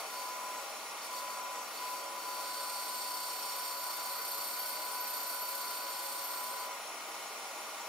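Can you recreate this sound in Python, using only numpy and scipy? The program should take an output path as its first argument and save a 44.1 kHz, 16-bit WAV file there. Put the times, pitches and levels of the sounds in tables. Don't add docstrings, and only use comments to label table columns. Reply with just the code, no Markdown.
import sys
import numpy as np
from scipy import signal
from scipy.io import wavfile
from scipy.ndimage import uniform_filter1d

SR = 44100
rng = np.random.default_rng(int(sys.argv[2]) if len(sys.argv) > 2 else 0)


def rack_gain(trim_db):
    fader = np.asarray(trim_db, float)
    return 10 ** (fader / 20)


def waveform_to_disk(signal):
    frames = np.transpose(np.atleast_2d(signal))
    scaled = np.clip(frames, -1, 1) * 32767
    samples = np.round(scaled).astype(np.int16)
    wavfile.write(sys.argv[1], SR, samples)


N = 347508
T = np.arange(N) / SR
EXIT_S = 6.0

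# time [s], turning rate [Hz],
# share of deep cutting [0-1].
ROLLER_RUN = [(0, 501.3, 0), (.6, 501.1, 0), (.85, 497.5, 0), (1.1, 500.3, 0), (2.3, 499.8, 0),
              (2.55, 499.4, 1), (3.2, 498.7, 1), (6.2, 498.3, 1), (6.62, 499.3, 1), (6.72, 498.5, 0),
              (7.0, 496, 0), (7.6, 495.2, 0), (7.88, 492, 0)]
# frequency [Hz], left over right [dB].
EAR_LEAN = [(60, 1), (130, -0.5), (290, -0.5), (640, 0.0), (1410, 2.5), (3100, -1.5), (6820, 1),
            (15000, -1.5)]
# frequency [Hz], lead of the left [rad].
EAR_LEAD = [(20, -0.5), (800, 0), (1000, 0.32), (1600, 0), (3000, -0.3), (4500, 0), (6500, 1.55),
            (8500, 1.27), (13000, 1.1), (16500, 4)]


def read(points, hz):
    f, value = np.transpose(points)
    return np.interp(np.log(hz + 1), np.log(f + 1), value)


def columns(rows, silent=-110):
    s, *values = np.transpose(rows)
    return [np.interp(T, s, v, left=silent, right=silent) for v in values]


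def bells(rows):
    s, half_s, db = np.transpose(rows)[..., None]
    return np.exp(-((T - s) / half_s) ** 2), db


def drift(rate_hz):
    knots = rng.standard_normal(4000)
    return 1.22 * np.interp(T * (rate_hz * 2), np.arange(4000), knots)


def humps(modes, hz):
    return sum(db / (1 + (2 * (hz - f) / width_hz) ** 2) for f, width_hz, db in modes)


def tone(hz, db, waver_hz, direct, blur_hz=25):
    carrier = np.exp(2j * np.pi * np.cumsum(hz + waver_hz * drift(30)) / SR)
    centre_hz = np.mean(hz)
    direct, blur_hz = np.clip(direct, 0, 1), np.clip(blur_hz, 1, 250)
    side = np.array([[0.5], [-0.5]])
    ears = np.exp(1j * side * read(EAR_LEAD, centre_hz)) * rack_gain(side * read(EAR_LEAN, centre_hz))
    scatter = np.array([drift(blur_hz) + 1j * drift(blur_hz) for ear in "LR"])
    scatter = scatter * np.sqrt((1 - direct) / 2)
    return np.sqrt(2) * rack_gain(db) * (carrier * ears * (np.sqrt(direct) + scatter)).real


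def noise(shape_db, likeness, patchy_db, size):
    # frequency [Hz], likeness of the ears [0-1].
    ear_likeness = [(25, .5), (70, .3), (130, 0.79), (300, 0.78), (640, 0.92), (1400, 0.7), (2500, 0.56),
                    (6800, 0.49), (15000, 0.39)]
    hz, hop = np.fft.rfftfreq(size, 1 / SR), size // 4
    a, b, c, d, patches = rng.standard_normal((N // hop + 5, len(hz), 5)).T
    patches = uniform_filter1d(patches, size=size // 100, axis=0)
    patches = uniform_filter1d(patches, size=12000 // size, axis=1)
    patches_db = patchy_db * patches / patches.std()

    same = np.clip(likeness * read(ear_likeness, hz), 0, 1)[:, None]
    left = a + 1j * b
    right = same * left * np.exp(-1j * read(EAR_LEAD, hz))[:, None] + np.sqrt(1 - same ** 2) * (c + 1j * d)

    ripple = uniform_filter1d(rng.standard_normal((3, len(hz))), size=size // 800 + 1, axis=1)[..., None]
    level, tilt, turn = ripple / ripple.std() * np.clip(hz / 2500, 0, 1)[:, None]
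    right = right * np.exp(1j * 1.18 * turn)
    lean_db = read(EAR_LEAN, hz)[:, None] / 2 + 0.63 * tilt

    z = np.array([left * rack_gain(lean_db), right * rack_gain(-lean_db)])
    z = z * rack_gain(shape_db(hz)[:, None] + 2.2 * level + patches_db)
    out = signal.istft(z, nperseg=size, noverlap=size - hop)[1][:, :N]
    return out / out.std()


def throb(wheel_db, pulley_db, wander_db):
    turn = 2 * np.pi * 14.6 * T
    belt = 2 * np.pi * 31.55 * T
    wheel = np.sin(turn) + np.sin(2 * turn + 1) + 0.5 * np.sin(3 * turn)
    pulley = np.sin(belt) + 0.3 * np.sin(2 * belt)
    return wheel_db * wheel + pulley_db * pulley + wander_db * drift(8.2)


def machine():
    # frequency [Hz], density [dB per Hz].
    roar_shape = [(15, -21.5), (30, -32), (70, -61), (120, -31), (170, -20), (300, -12.5), (600, -3),
                  (1200, -2.5), (1500, -7), (3000, -10.5), (6000, -13.5), (10500, -16.5), (14500, -22.5),
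                  (16500, -16.5)]
    # frequency [Hz], width [Hz], height [dB].
    housing_modes = [(237, 15, 6), (320, 40, 5), (455, 25, 5), (480, 10, 4), (500, 30, -5), (575, 20, -6),
                     (615, 30, 6), (680, 35, 4), (762, 25, 5), (795, 15, -5), (820, 35, 10), (865, 20, -5),
                     (945, 40, 6), (1030, 50, 4), (1155, 50, 5), (1250, 60, 5), (1330, 50, -3),
                     (1665, 30, -5), (2175, 80, 12), (2235, 25, -4), (2275, 45, 9), (2390, 40, 7),
                     (2430, 35, 6), (2490, 80, -4), (2590, 60, 3), (3020, 100, 4), (3340, 80, 3)]
    # frequency [Hz], width [Hz], height
    # [dB].
    band_modes = [(4450, 700, 3), (5630, 130, 10), (6550, 160, 7), (6885, 70, 8), (7280, 70, 5),
                  (8030, 90, 5), (8430, 150, 4), (10400, 200, 5), (12440, 200, 6), (15300, 900, 6)]
    # frequency [Hz], level [dB].
    hum_lines = [(480, -72), (1412, -61), (1441, -62), (1921, -70), (2118, -70), (2153, -64), (2632, -68),
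                 (2824, -65), (2868, -72), (3111, -73)]

    def shape_db(hz):
        return read(roar_shape, hz) + humps(housing_modes + band_modes, hz)

    roar = rack_gain(-43 + 0.13 * drift(2.3)) * noise(shape_db, 1.117, 0.84, size=4096)
    return roar + sum(tone(hz + 0 * T, db, 0.7, 1.0) for hz, db in hum_lines)


def load():
    # start [s], end [s], whine [dB], sag [dB per s].
    touches = [
        (0.074, 0.6, -43.5, -4),
        (1.057, 1.605, -43.5, 0),
        (1.742, 6.723, -43.5, -.5),
    ]
    # time [s], half length [s], change [dB].
    nudges = [
        (1.32, 0.023, -3),
        (1.93, 0.024, 4.5),
        (2.05, 0.075, -3.5),
        (2.22, 0.026, -9),
        (2.3, .1, 2),
        (3.6, 0.05, 0),
        (4.5, 0.32, -2.5),
        (4.95, 0.13, 3),
        (6.1, 0.089, -2.5),
        (6.55, 0.13, 1),
    ]
    rise_s, fall_s, free_db = 0.07, 0.0636, -60.5
    s, end_s, db, sag = np.transpose(touches)[..., None]
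    held = np.clip(np.minimum((T - s) / rise_s, 1 + (end_s - T) / fall_s), 0, 1)
    hump, nudge_db = bells(nudges)
    return free_db + (held * (db + sag * (T - s) - free_db)).sum(0) + (hump * nudge_db).sum(0)


def rollers(grip_db):
    # overtone order, then level [dB] at first brush, later brushes, cutting, coasting.
    overtones = [("3", -65, -64, -56, -93), ("6", -80, -88, -68, -68.5), ("8", -74, -82, -69, -68.5),
                 ("11", -69, -81, -78, -90), ("13", -62, -63, -69, -78), ("16", -61, -62, -72, -91.5),
                 ("19", -76, -70, -72, -63), ("20", -62, -78, -82, -65), ("21", -62, -59, -63, -64),
                 ("25", -66, -65, -76, -67), ("26", -72, -78, -65, -81), ("27", -58, -62, -80, -67),
                 ("28", -74, -78, -80, -81)]
    # frequency [Hz], level [dB].
    side_lines = [(554.5, -57.5), (1109, -57.5), (1385, -57)]
    whine_db = load()
    rate_hz, deep = columns(ROLLER_RUN)
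    contact = np.clip((whine_db + 60) / 9, 0, 1)
    free = 1 - contact
    rate_hz = rate_hz + (0.3 + 0.4 * free) * drift(12)

    out = tone(2 * rate_hz, whine_db + 2 * drift(4) * free + 0.7 * drift(18), 0.5, 0.98)
    run_out = rack_gain(-4 * np.clip(T - EXIT_S, 0, 1))
    for order, *levels_db in overtones:
        order = int(order)
        first, later, cut, coast = rack_gain(levels_db)
        brush = np.where(T < 0.85, first, later)
        gain = (1 - deep) * (contact * brush + free * coast) + deep * cut * run_out
        out += gain * tone(order * rate_hz, 2.3 * drift(5.2), order * (0.17 + 0.93 * free), 0.77, 30)
    out += tone(22 * rate_hz, -56 + 0.9 * grip_db - 12 * (1 - deep), 7, 0.55)

    lean = 0.46 + 0.62 * uniform_filter1d(contact, SR // 3)
    side = sum(tone(hz * rate_hz / 498.5, db + 1.8 * drift(7.1), 1.87, 0.69, 19) for hz, db in side_lines)
    return out + lean * side


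def teeth():
    # time [s], half length [s], bite [dB].
    nicks = [
        (0, 0.043, -3.5),
        (.2, 0.17, -4.5),
        (.58, .08, -13),
        (1.05, 0.037, -4),
        (1.18, 0.078, -2.5),
        (1.32, 0.073, -6),
        (1.77, 0.043, -3),
        (1.9, 0.25, -4.5),
    ]
    # time [s], bite of the teeth [dB], grip of the kerf on the band [dB].
    cut_course = [(2.14, -12, -14), (2.24, -4, -19), (2.55, -1, -16), (2.85, 0, -6), (3.2, 0, -7),
                  (3.65, 0, -4), (4.0, -1, -1.5), (4.3, 0, 3), (4.7, -0.5, 4), (4.88, -1.5, -2),
                  (5.05, -0.5, 3.5), (5.6, -1, 2), (5.85, -1, -6), (6.1, -1, -2), (6.38, -1.5, 0.5),
                  (6.55, -4.5, -6), (6.64, -1.5, -9), (6.69, -8, -20)]
    idle_bite_db, nick_grip_db = -17.5, -25
    joint_s, loop_s, joint_half_s = 4.2, 0.412, 0.045
    hump, nick_db = bells(nicks)
    nick_db = idle_bite_db + (hump * (nick_db - idle_bite_db)).max(0)
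    bite_db, grip_db = columns(cut_course)

    loop = ((T - joint_s) / loop_s + 0.5) % 1 - 0.5
    joint = np.exp(-(loop * loop_s / joint_half_s) ** 2)
    joint += 0.13 * np.exp(-((abs(loop) - 0.5) * loop_s / joint_half_s) ** 2)
    joint *= np.clip((T - 3.1) / 0.43, 0, 1)
    return np.maximum(bite_db, nick_db), np.maximum(grip_db, nick_db + nick_grip_db), joint


def squeal(bite_db, grip_db):
    exit_db = -19 * np.clip(T - EXIT_S, 0, 0.6)
    first_db = -51.5 + 0.84 * bite_db + exit_db
    second_db = -55.5 + 0.54 * bite_db - 0.42 * np.maximum(grip_db + 17, 0) + exit_db
    third_db = -46.0 + 0.2 * bite_db + 0.45 * grip_db
    deep = np.clip((T - 2.1) / 0.15, 0, 1)
    hz = 4557 - 21.5 * deep + 2 * drift(25)
    beat = 1 + 0.47 * np.sin(2 * np.pi * 189.5 * T)
    low = tone(hz + 5, first_db + throb(0.4, 3, 0.5), 4, 0.88, 30)
    low += tone(2 * hz, second_db + throb(0.17, 0.62, 0.2), 11.44, 0.11, 35)
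    return low + beat * tone(3 * hz, third_db + throb(0.3, 1.3, 0.46), 10.4, 0.95, 45)


def kerf(bite_db, grip_db, joint):
    # frequency [Hz], density [dB per Hz].
    rasp_shape = [(1500, -25), (3000, -0.5), (4600, 11), (5600, 5.5), (6200, -1), (7500, 5.5), (9000, 3),
                  (9800, 5.5), (11500, -0.5), (13000, 6), (14500, 5), (16500, -8)]
    # frequency [Hz], width [Hz], height [dB].
    loaded_modes = [(4400, 400, 4), (5560, 280, 6), (6540, 150, 5), (8040, 110, 11), (8500, 500, 5),
                    (9500, 160, 6), (9760, 200, -4), (10460, 140, 9), (12600, 400, 4), (13250, 300, 5),
                    (15500, 300, 0)]
    low_notes_hz = (4170, 4255, 4405, 4450, 4735)
    rasp_db = -42.5 + 1.26 * bite_db - 1.6 * joint
    low_db = -65.5 + 0.4 * bite_db - 1.5 * joint
    middle_db = -58 + 1.1 * bite_db - 9 * joint + 3.1 * np.clip((T - EXIT_S) / 0.079, 0, 1)
    top_db = -50.0 + 0.9 * grip_db + 5 * joint
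    deep = columns(ROLLER_RUN)[1]

    def shape_db(hz):
        return read(rasp_shape, hz) + humps(loaded_modes, hz)

    rasp = rack_gain(rasp_db + throb(0.11, 0.59, 0.3)) * noise(shape_db, 1.76, 0.57, size=1024)
    swing_db = throb(1.6, 3, 0.8)
    half_db = 0.5 * swing_db
    warble = 1 + 0.0009 * swing_db
    chatter = tone(13075 * warble + 30 * drift(3.0), top_db - 4 + swing_db, 33.3, 0.36, 60)
    chatter += tone(12620 * warble, top_db - 13 + swing_db, 40, 0.2, 100)
    for hz in (8370, 8560, 8800):
        chatter += tone(hz + 0 * T, middle_db + half_db + 1.3 * drift(14), 29, 0.1, 110)
    for hz in low_notes_hz:
        chatter += tone(hz + 0 * T, low_db + half_db + 2 * drift(4), 10, 0.3, 25)
    chatter += tone(5510 + 0 * T, -59 - 5 * abs(T - 3.4) + half_db, 8, 0.5, 30)
    return rasp + (0.16 + 1.34 * deep) * chatter


def scene():
    bite_db, grip_db, joint = teeth()
    return machine() + rollers(grip_db) + squeal(bite_db, grip_db) + kerf(bite_db, grip_db, joint)


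def low_pass(x):
    return signal.sosfilt(signal.butter(12, 15750, fs=SR, output="sos"), x)


def record(dry):
    power_db = 10 * np.log10(uniform_filter1d((dry ** 2).mean(0), SR // 2) + 1e-12)
    ducked = dry / rack_gain(0.34 * np.maximum(power_db + 41.0, 0))
    lowpass = signal.firwin(511, 15760, window=("kaiser", 9), fs=SR)
    mix = signal.oaconvolve(ducked, lowpass[None], "same")
    return low_pass(mix)


dry = scene()
out = record(dry)
waveform_to_disk(out)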